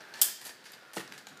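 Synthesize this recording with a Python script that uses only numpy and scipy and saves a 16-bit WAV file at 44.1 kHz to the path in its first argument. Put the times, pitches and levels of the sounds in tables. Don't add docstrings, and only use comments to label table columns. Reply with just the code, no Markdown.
import sys
import numpy as np
from scipy import signal
from scipy.fft import rfft, irfft
from scipy.io import wavfile

SR = 44100
rng = np.random.default_rng(int(sys.argv[2]) if len(sys.argv) > 2 else 0)


def unload_wav(signal):
    wavfile.write(
        sys.argv[1],
        SR,
        np.round(np.clip(np.atleast_2d(signal).T, -1, 1) * 32767).astype(np.int16),
    )


N = 61739
T = np.arange(N) / SR
HZ = np.maximum(np.arange(N + 1) * SR / (2 * N), 1)

# frequency_hz, t60_s
ROOM_DECAY = [(150, 0.38), (800, 0.35), (2000, 0.55), (5500, 0.59), (10000, 0.26), (15000, 0.32)]
# time_s, tiles_db, rumble_db
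ROLL_LEVELS = [(0, -56.5, -73), (.12, -55, -68.5), (.28, -52, -64), (.35, -61.5, -70.5), (.5, -59.5, -67),
               (.58, -58.5, -68.5), (.75, -57.5, -66), (.9, -58, -75), (1.05, -60, -63),
               (1.14, -54.5, -62.5), (1.25, -60.5, -67), (1.32, -56, -58.5), (1.4, -57.5, -66)]
# frequency_hz, gain_db
ROLL_EQ = [(90, -9), (200, -9), (380, 3.5), (600, 1), (820, 0), (1050, -2.5), (1550, 3.5), (2300, -3.5),
           (4700, -8), (7500, -17.5), (12000, -20.5), (15300, -23.5)]
# frequency_hz, gain_db
RUMBLE_EQ = [(30, -26), (70, -20), (100, -11.5), (140, 2), (220, 0.5), (320, -3.5), (600, -29.5),
             (2000, -40)]
# pitch_hz, level_db, t60_s
TABLE_TOP_MODES = [(143.2, -4, 0.24), (188, 4, 0.26)]
# time_s, centre_hz, level_db
RAIL_GLIDE = [(0, 1560, -55.5), (.11, 1590, -55), (.17, 1710, -54), (0.289, 1750, -51), (.36, 1820, -70),
              (.43, 1850, -57), (0.5, 1790, -53.5), (.55, 1690, -71.5), (0.741, 1702, -65),
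              (0.819, 1415, -60.5), (.94, 1406, -63), (1.2, 1630, -68.5), (1.4, 1397, -59.5)]
# ratio_to_centre, level_db
RAIL_RESONANCES = [(.52, -8), (1, -0.5), (2.6, -14.5)]
# start_s, level_db, bass_db, treble_db, rattle_t60_s, ping_hz, ping_relative_db
JOINT_HITS = [(0.005, -23.5, 11, -10, 0.12, 5640, -16), (0.139, -17.5, 3.5, -5.5, 0.079, 4300, -8),
              (0.155, -16.5, -3, -1.5, 0.71, 4430, -20), (0.187, -18, 6.5, -5, 0.42, 2340, -18),
              (0.4106, -22, 4.5, 8.5, 0.18, 9260, -20), (0.4418, -30.5, -13, 12, 0.047, 11600, -2),
              (0.4502, -21, -2, 13.5, 0.15, 11820, -7), (0.4577, -19.5, 5.5, 6, 0.1, 12900, -6),
              (0.467, -20.5, 4, 8.5, 0.1, 4600, -4), (0.4929, -21, 9.5, 3, 0.077, 4650, -6),
              (0.641, -28.5, -1, 2, 0.14, 5700, -14), (0.6547, -19, -18, -2, 0.28, 4830, -14),
              (0.719, -28, -9, 5, 0.05, 12300, -2), (0.7324, -25, -12, -3, 0.13, 3700, -4),
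              (0.7345, -28, -1, 2, 0.12, 4780, 0), (0.9333, -22, 0.5, 8.5, 0.13, 6100, -8.5),
              (0.951, -22.5, 1, 11.5, 0.25, 5750, -14), (0.963, -23.5, 1, 10, 0.067, 7800, 0),
              (1.0766, -28.5, 0, 0, .02, 5630, -3), (1.1231, -20.5, -1, -1.5, 0.018, 2214, -3),
              (1.136, -26.5, 0, 2.5, 0.14, 1980, -1), (1.178, -21.5, -8, 2, 0.089, 4070, -11),
              (1.2691, -19.5, 5, -3.5, 0.03, 6870, -11.5), (1.285, -26, 0, 0.5, 0.091, 3380, -18),
              (1.3737, -32.5, -4, 2, 0.024, 6950, -5)]
# frequency_hz, gain_db
TICK_EQ = [(100, -16), (200, -2), (500, -3), (1100, 4), (1800, 6), (2800, 5), (4600, 5), (7000, 0.5),
           (12500, -6.5), (15300, -14.5)]
# pitch_hz, level_db, t60_s
TILE_MODES = [(925, 2, 0.04), (1560, -4, 0.036), (1815, 3, 0.1), (3720, -7, 0.06), (4700, -2, 0.07)]
# start_s, level_db, bass_db, ping_hz, ping_db
BOUNCES = [(0.9678, -15.5, 2, 830, -13), (0.9711, -20, -1, 1300, -22), (0.9737, -15.5, -2, 2760, -20),
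           (0.981, -17, -10, 1880, -14), (0.9957, -18, -5, 402, -18), (1.0046, -20, -10, 1960, -24),
           (1.0114, -24, -10, 1510, -22)]
# frequency_hz, gain_db
BOUNCE_EQ = [(80, -25), (150, -2), (250, -2), (380, 7.5), (620, -0.5), (900, 0.5), (1400, 3.5), (1850, -1),
             (2200, -3), (2900, 2), (6000, -3.5), (12000, -11.5), (15300, -24)]
# pitch_hz, level_db, t60_s
HOLLOW_TILE_MODES = [(660, 0, 0.011), (880, 1, 0.01)]
# pitch_hz, level_db, t60_s
BOARD_BODY_MODES = [(336.4, 3, 0.12), (439, -1, 0.079), (509, -4, 0.095), (1006, -5, 0.12)]
# start_s, level_db, body_db
CLACK_CONTACTS = [(0.2149, -1, -8), (0.2162, 6.5, -9.5), (0.2187, 6.5, 1.5), (0.2201, 1, -5.5),
                  (0.2222, 4, 2.5), (0.2312, -0.5, -7)]
# frequency_hz, gain_db
CLACK_EQ = [(100, -40), (350, -25), (750, -17.5), (1800, -14), (2650, -13), (3250, 3), (3900, -9),
            (5000, -2), (6200, -5.5), (7300, 2), (10000, 0), (12000, 4), (13800, 1), (15300, -4)]
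# pitch_hz, level_db, t60_s
CLACK_RING_MODES = [(3270, 7, .06), (4740, 3, 0.45), (5350, -4, .2), (7200, -2, 0.027), (9620, -3, 0.0256)]

ROOM_LOW_CUT_HZ, PREDELAY_S, EARLY_T60_S = 220, .007, 0.18
EARLY_DB, TAIL_DB, WASH_DB = -13, -10, -13
GRAINS_PER_S, RATTLES_PER_S, GRAIN_SPREAD_DB = 5000, 5000, 2.5
TABLE_HUM_DB, RAIL_BANDWIDTH_HZ = -12.5, 97
BASS_HZ, TREBLE_HZ = 900, 6930
TILE_RING_DB, PING_SHARE_OF_RATTLE = -9, .35
BOUNCE_CHATTER_T60_S, BOUNCE_PING_T60_S = 0.037, .018
POCK_DB, BOARD_RING_DB, THUD_DB = -12, -11.5, -15
CLACK_BODY_HZ, CLACK_RING_DB, SCATTER_DB, SCATTER_T60_S = 3100, -18, -3, .012
SPLASH_DB, SPLASH_T60_S, CLATTER_DB, CLATTER_T60_S = 2, 0.044, -1.5, 0.17
LOW_CUT_HZ, HIGH_CUT_HZ = 90, 15150


def from_db(db):
    return 10 ** (np.asarray(db) / 20)


def unit(x):
    return x / np.sqrt(np.sum(x ** 2) + 1e-20)


def dying(t60):
    return np.exp(-np.log(1000) * T / max(t60, 1e-4))


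def at_hz(points, hz):
    frequencies, values = np.transpose(points)
    return np.interp(np.log(hz), np.log(frequencies), values)


def through(x, response):
    return signal.fftconvolve(x, response)[:N]


def delayed(x, start_s):
    return np.concatenate([np.zeros(max(int(start_s * SR), 0)), x])[:N]


def eq(points):
    cepstrum = irfft(np.log(from_db(at_hz(points, HZ))))
    cepstrum[1:N] *= 2
    cepstrum[N + 1:] = 0
    return unit(irfft(np.exp(rfft(cepstrum)))[:N])


def shelf(x, hz, db, kind):
    low_db, high_db = (db, 0) if kind == "low" else (0, db)
    tilt = eq([(hz / np.sqrt(2), low_db), (hz * np.sqrt(2), high_db)])
    return through(x, tilt * from_db(low_db) / abs(tilt.sum()))


def ringing(modes):
    return unit(sum((-1) ** k * from_db(db) * unit(np.sin(2 * np.pi * hz * T) * dying(t60))
                    for k, (hz, db, t60) in enumerate(modes)))


def grains(per_s):
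    sizes = from_db(GRAIN_SPREAD_DB * np.minimum(rng.exponential(1, N), 4)) * rng.choice([-1, 1], N)
    return unit(sizes * (rng.random(N) < per_s / SR)) * np.sqrt(N)


def noise_burst(t60):
    return unit(rng.standard_normal(N) * dying(t60))


def grain_burst(per_s, t60):
    return unit(grains(per_s) * dying(t60))


def room(x):
    edges_hz = np.geomspace(120, 16000, 15)
    tail = wash = 0
    for low, high in zip(edges_hz, edges_hz[1:]):
        band = signal.butter(2, [low, high], "band", fs=SR, output="sos")
        decay = dying(at_hz(ROOM_DECAY, np.sqrt(low * high)))
        ring, hiss = signal.sosfilt(band, rng.standard_normal((2, N)))
        stored_energy = through(signal.sosfilt(band, x) ** 2, unit(decay) ** 2)
        tail += ring * decay
        wash += unit(hiss) * np.sqrt(N * np.abs(stored_energy))
    early = grain_burst(per_s=1400, t60=EARLY_T60_S)
    reverb = through(x, from_db(TAIL_DB) * unit(tail) + from_db(EARLY_DB) * early)
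    return delayed(reverb + from_db(WASH_DB) * wash, PREDELAY_S)


def rolling():
    time_s, tiles_db, rumble_db = np.transpose(ROLL_LEVELS)
    tile_bumps = grains(GRAINS_PER_S) * from_db(np.interp(T, time_s, tiles_db))
    table_bumps = grains(GRAINS_PER_S) * from_db(np.interp(T, time_s, rumble_db))
    table_body = eq(RUMBLE_EQ) + from_db(TABLE_HUM_DB) * ringing(TABLE_TOP_MODES)
    return through(tile_bumps, eq(ROLL_EQ)) + through(table_bumps, table_body)


def singing_rails():
    time_s, centre_hz, level_db = np.transpose(RAIL_GLIDE)
    phase = 2 * np.pi * np.cumsum(np.interp(T, time_s, centre_hz)) / SR
    decay = np.exp(-np.pi * RAIL_BANDWIDTH_HZ * T)
    song = 0
    for ratio, partial_db in RAIL_RESONANCES:
        carrier = np.exp(1j * ratio * phase)
        partial = (through(grains(GRAINS_PER_S) / carrier, decay) * carrier).real
        song += from_db(partial_db) * unit(partial)
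    return song * np.sqrt(N) * from_db(np.interp(T, time_s, level_db))


def joint_ticks():
    rattles = pings = 0
    for start_s, level_db, bass_db, treble_db, rattle_t60_s, ping_hz, ping_relative_db in JOINT_HITS:
        rattle = grain_burst(RATTLES_PER_S, rattle_t60_s)
        rattle = shelf(rattle, BASS_HZ, bass_db, "low")
        rattle = shelf(rattle, TREBLE_HZ, treble_db, "high")
        rattles += from_db(level_db) * delayed(rattle, start_s)
        ping = ringing([(ping_hz, 0, PING_SHARE_OF_RATTLE * rattle_t60_s)])
        pings += from_db(level_db + ping_relative_db) * delayed(ping, start_s)
    tile_body = eq(TICK_EQ) + from_db(TILE_RING_DB) * ringing(TILE_MODES)
    return through(rattles, tile_body) + pings


def marble_drop():
    knocks = pings = 0
    for start_s, level_db, bass_db, ping_hz, ping_db in BOUNCES:
        chatter = shelf(noise_burst(BOUNCE_CHATTER_T60_S), BASS_HZ, bass_db, "low")
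        knocks += from_db(level_db) * delayed(chatter, start_s)
        ping = ringing([(ping_hz, 0, BOUNCE_PING_T60_S)])
        pings += from_db(ping_db) * delayed(ping, start_s)
    pock = from_db(POCK_DB) * ringing(HOLLOW_TILE_MODES)
    board = from_db(BOARD_RING_DB) * ringing(BOARD_BODY_MODES)
    thud = from_db(THUD_DB) * ringing(TABLE_TOP_MODES)
    first_blow = delayed(pock + board + thud, start_s=BOUNCES[0][0])
    return through(knocks, eq(BOUNCE_EQ)) + pings + first_blow


def collision():
    clicks = 0
    for start_s, level_db, body_db in CLACK_CONTACTS:
        click = unit(signal.unit_impulse(N) + from_db(SCATTER_DB) * noise_burst(SCATTER_T60_S))
        clicks += from_db(level_db) * delayed(shelf(click, CLACK_BODY_HZ, body_db, "low"), start_s)
    splash = from_db(SPLASH_DB) * noise_burst(SPLASH_T60_S)
    clatter = from_db(CLATTER_DB) * grain_burst(RATTLES_PER_S, CLATTER_T60_S)
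    tiles = delayed(splash + clatter, start_s=CLACK_CONTACTS[-2][0])
    clack_tone = eq(CLACK_EQ) + from_db(CLACK_RING_DB) * ringing(CLACK_RING_MODES)
    return through(clicks + tiles, clack_tone)


def scene():
    marbles = collision() + joint_ticks() + marble_drop() + rolling() + singing_rails()
    low_cut = signal.butter(2, ROOM_LOW_CUT_HZ, "high", fs=SR, output="sos")
    return (marbles + room(signal.sosfilt(low_cut, marbles)))[None]


def record(dry):
    low_cut = signal.butter(4, LOW_CUT_HZ, "high", fs=SR, output="sos")
    high_cut = signal.ellip(10, .1, 80, HIGH_CUT_HZ, fs=SR, output="sos")
    return signal.sosfilt(high_cut, signal.sosfilt(low_cut, dry))


dry = scene()
out = record(dry)
unload_wav(out)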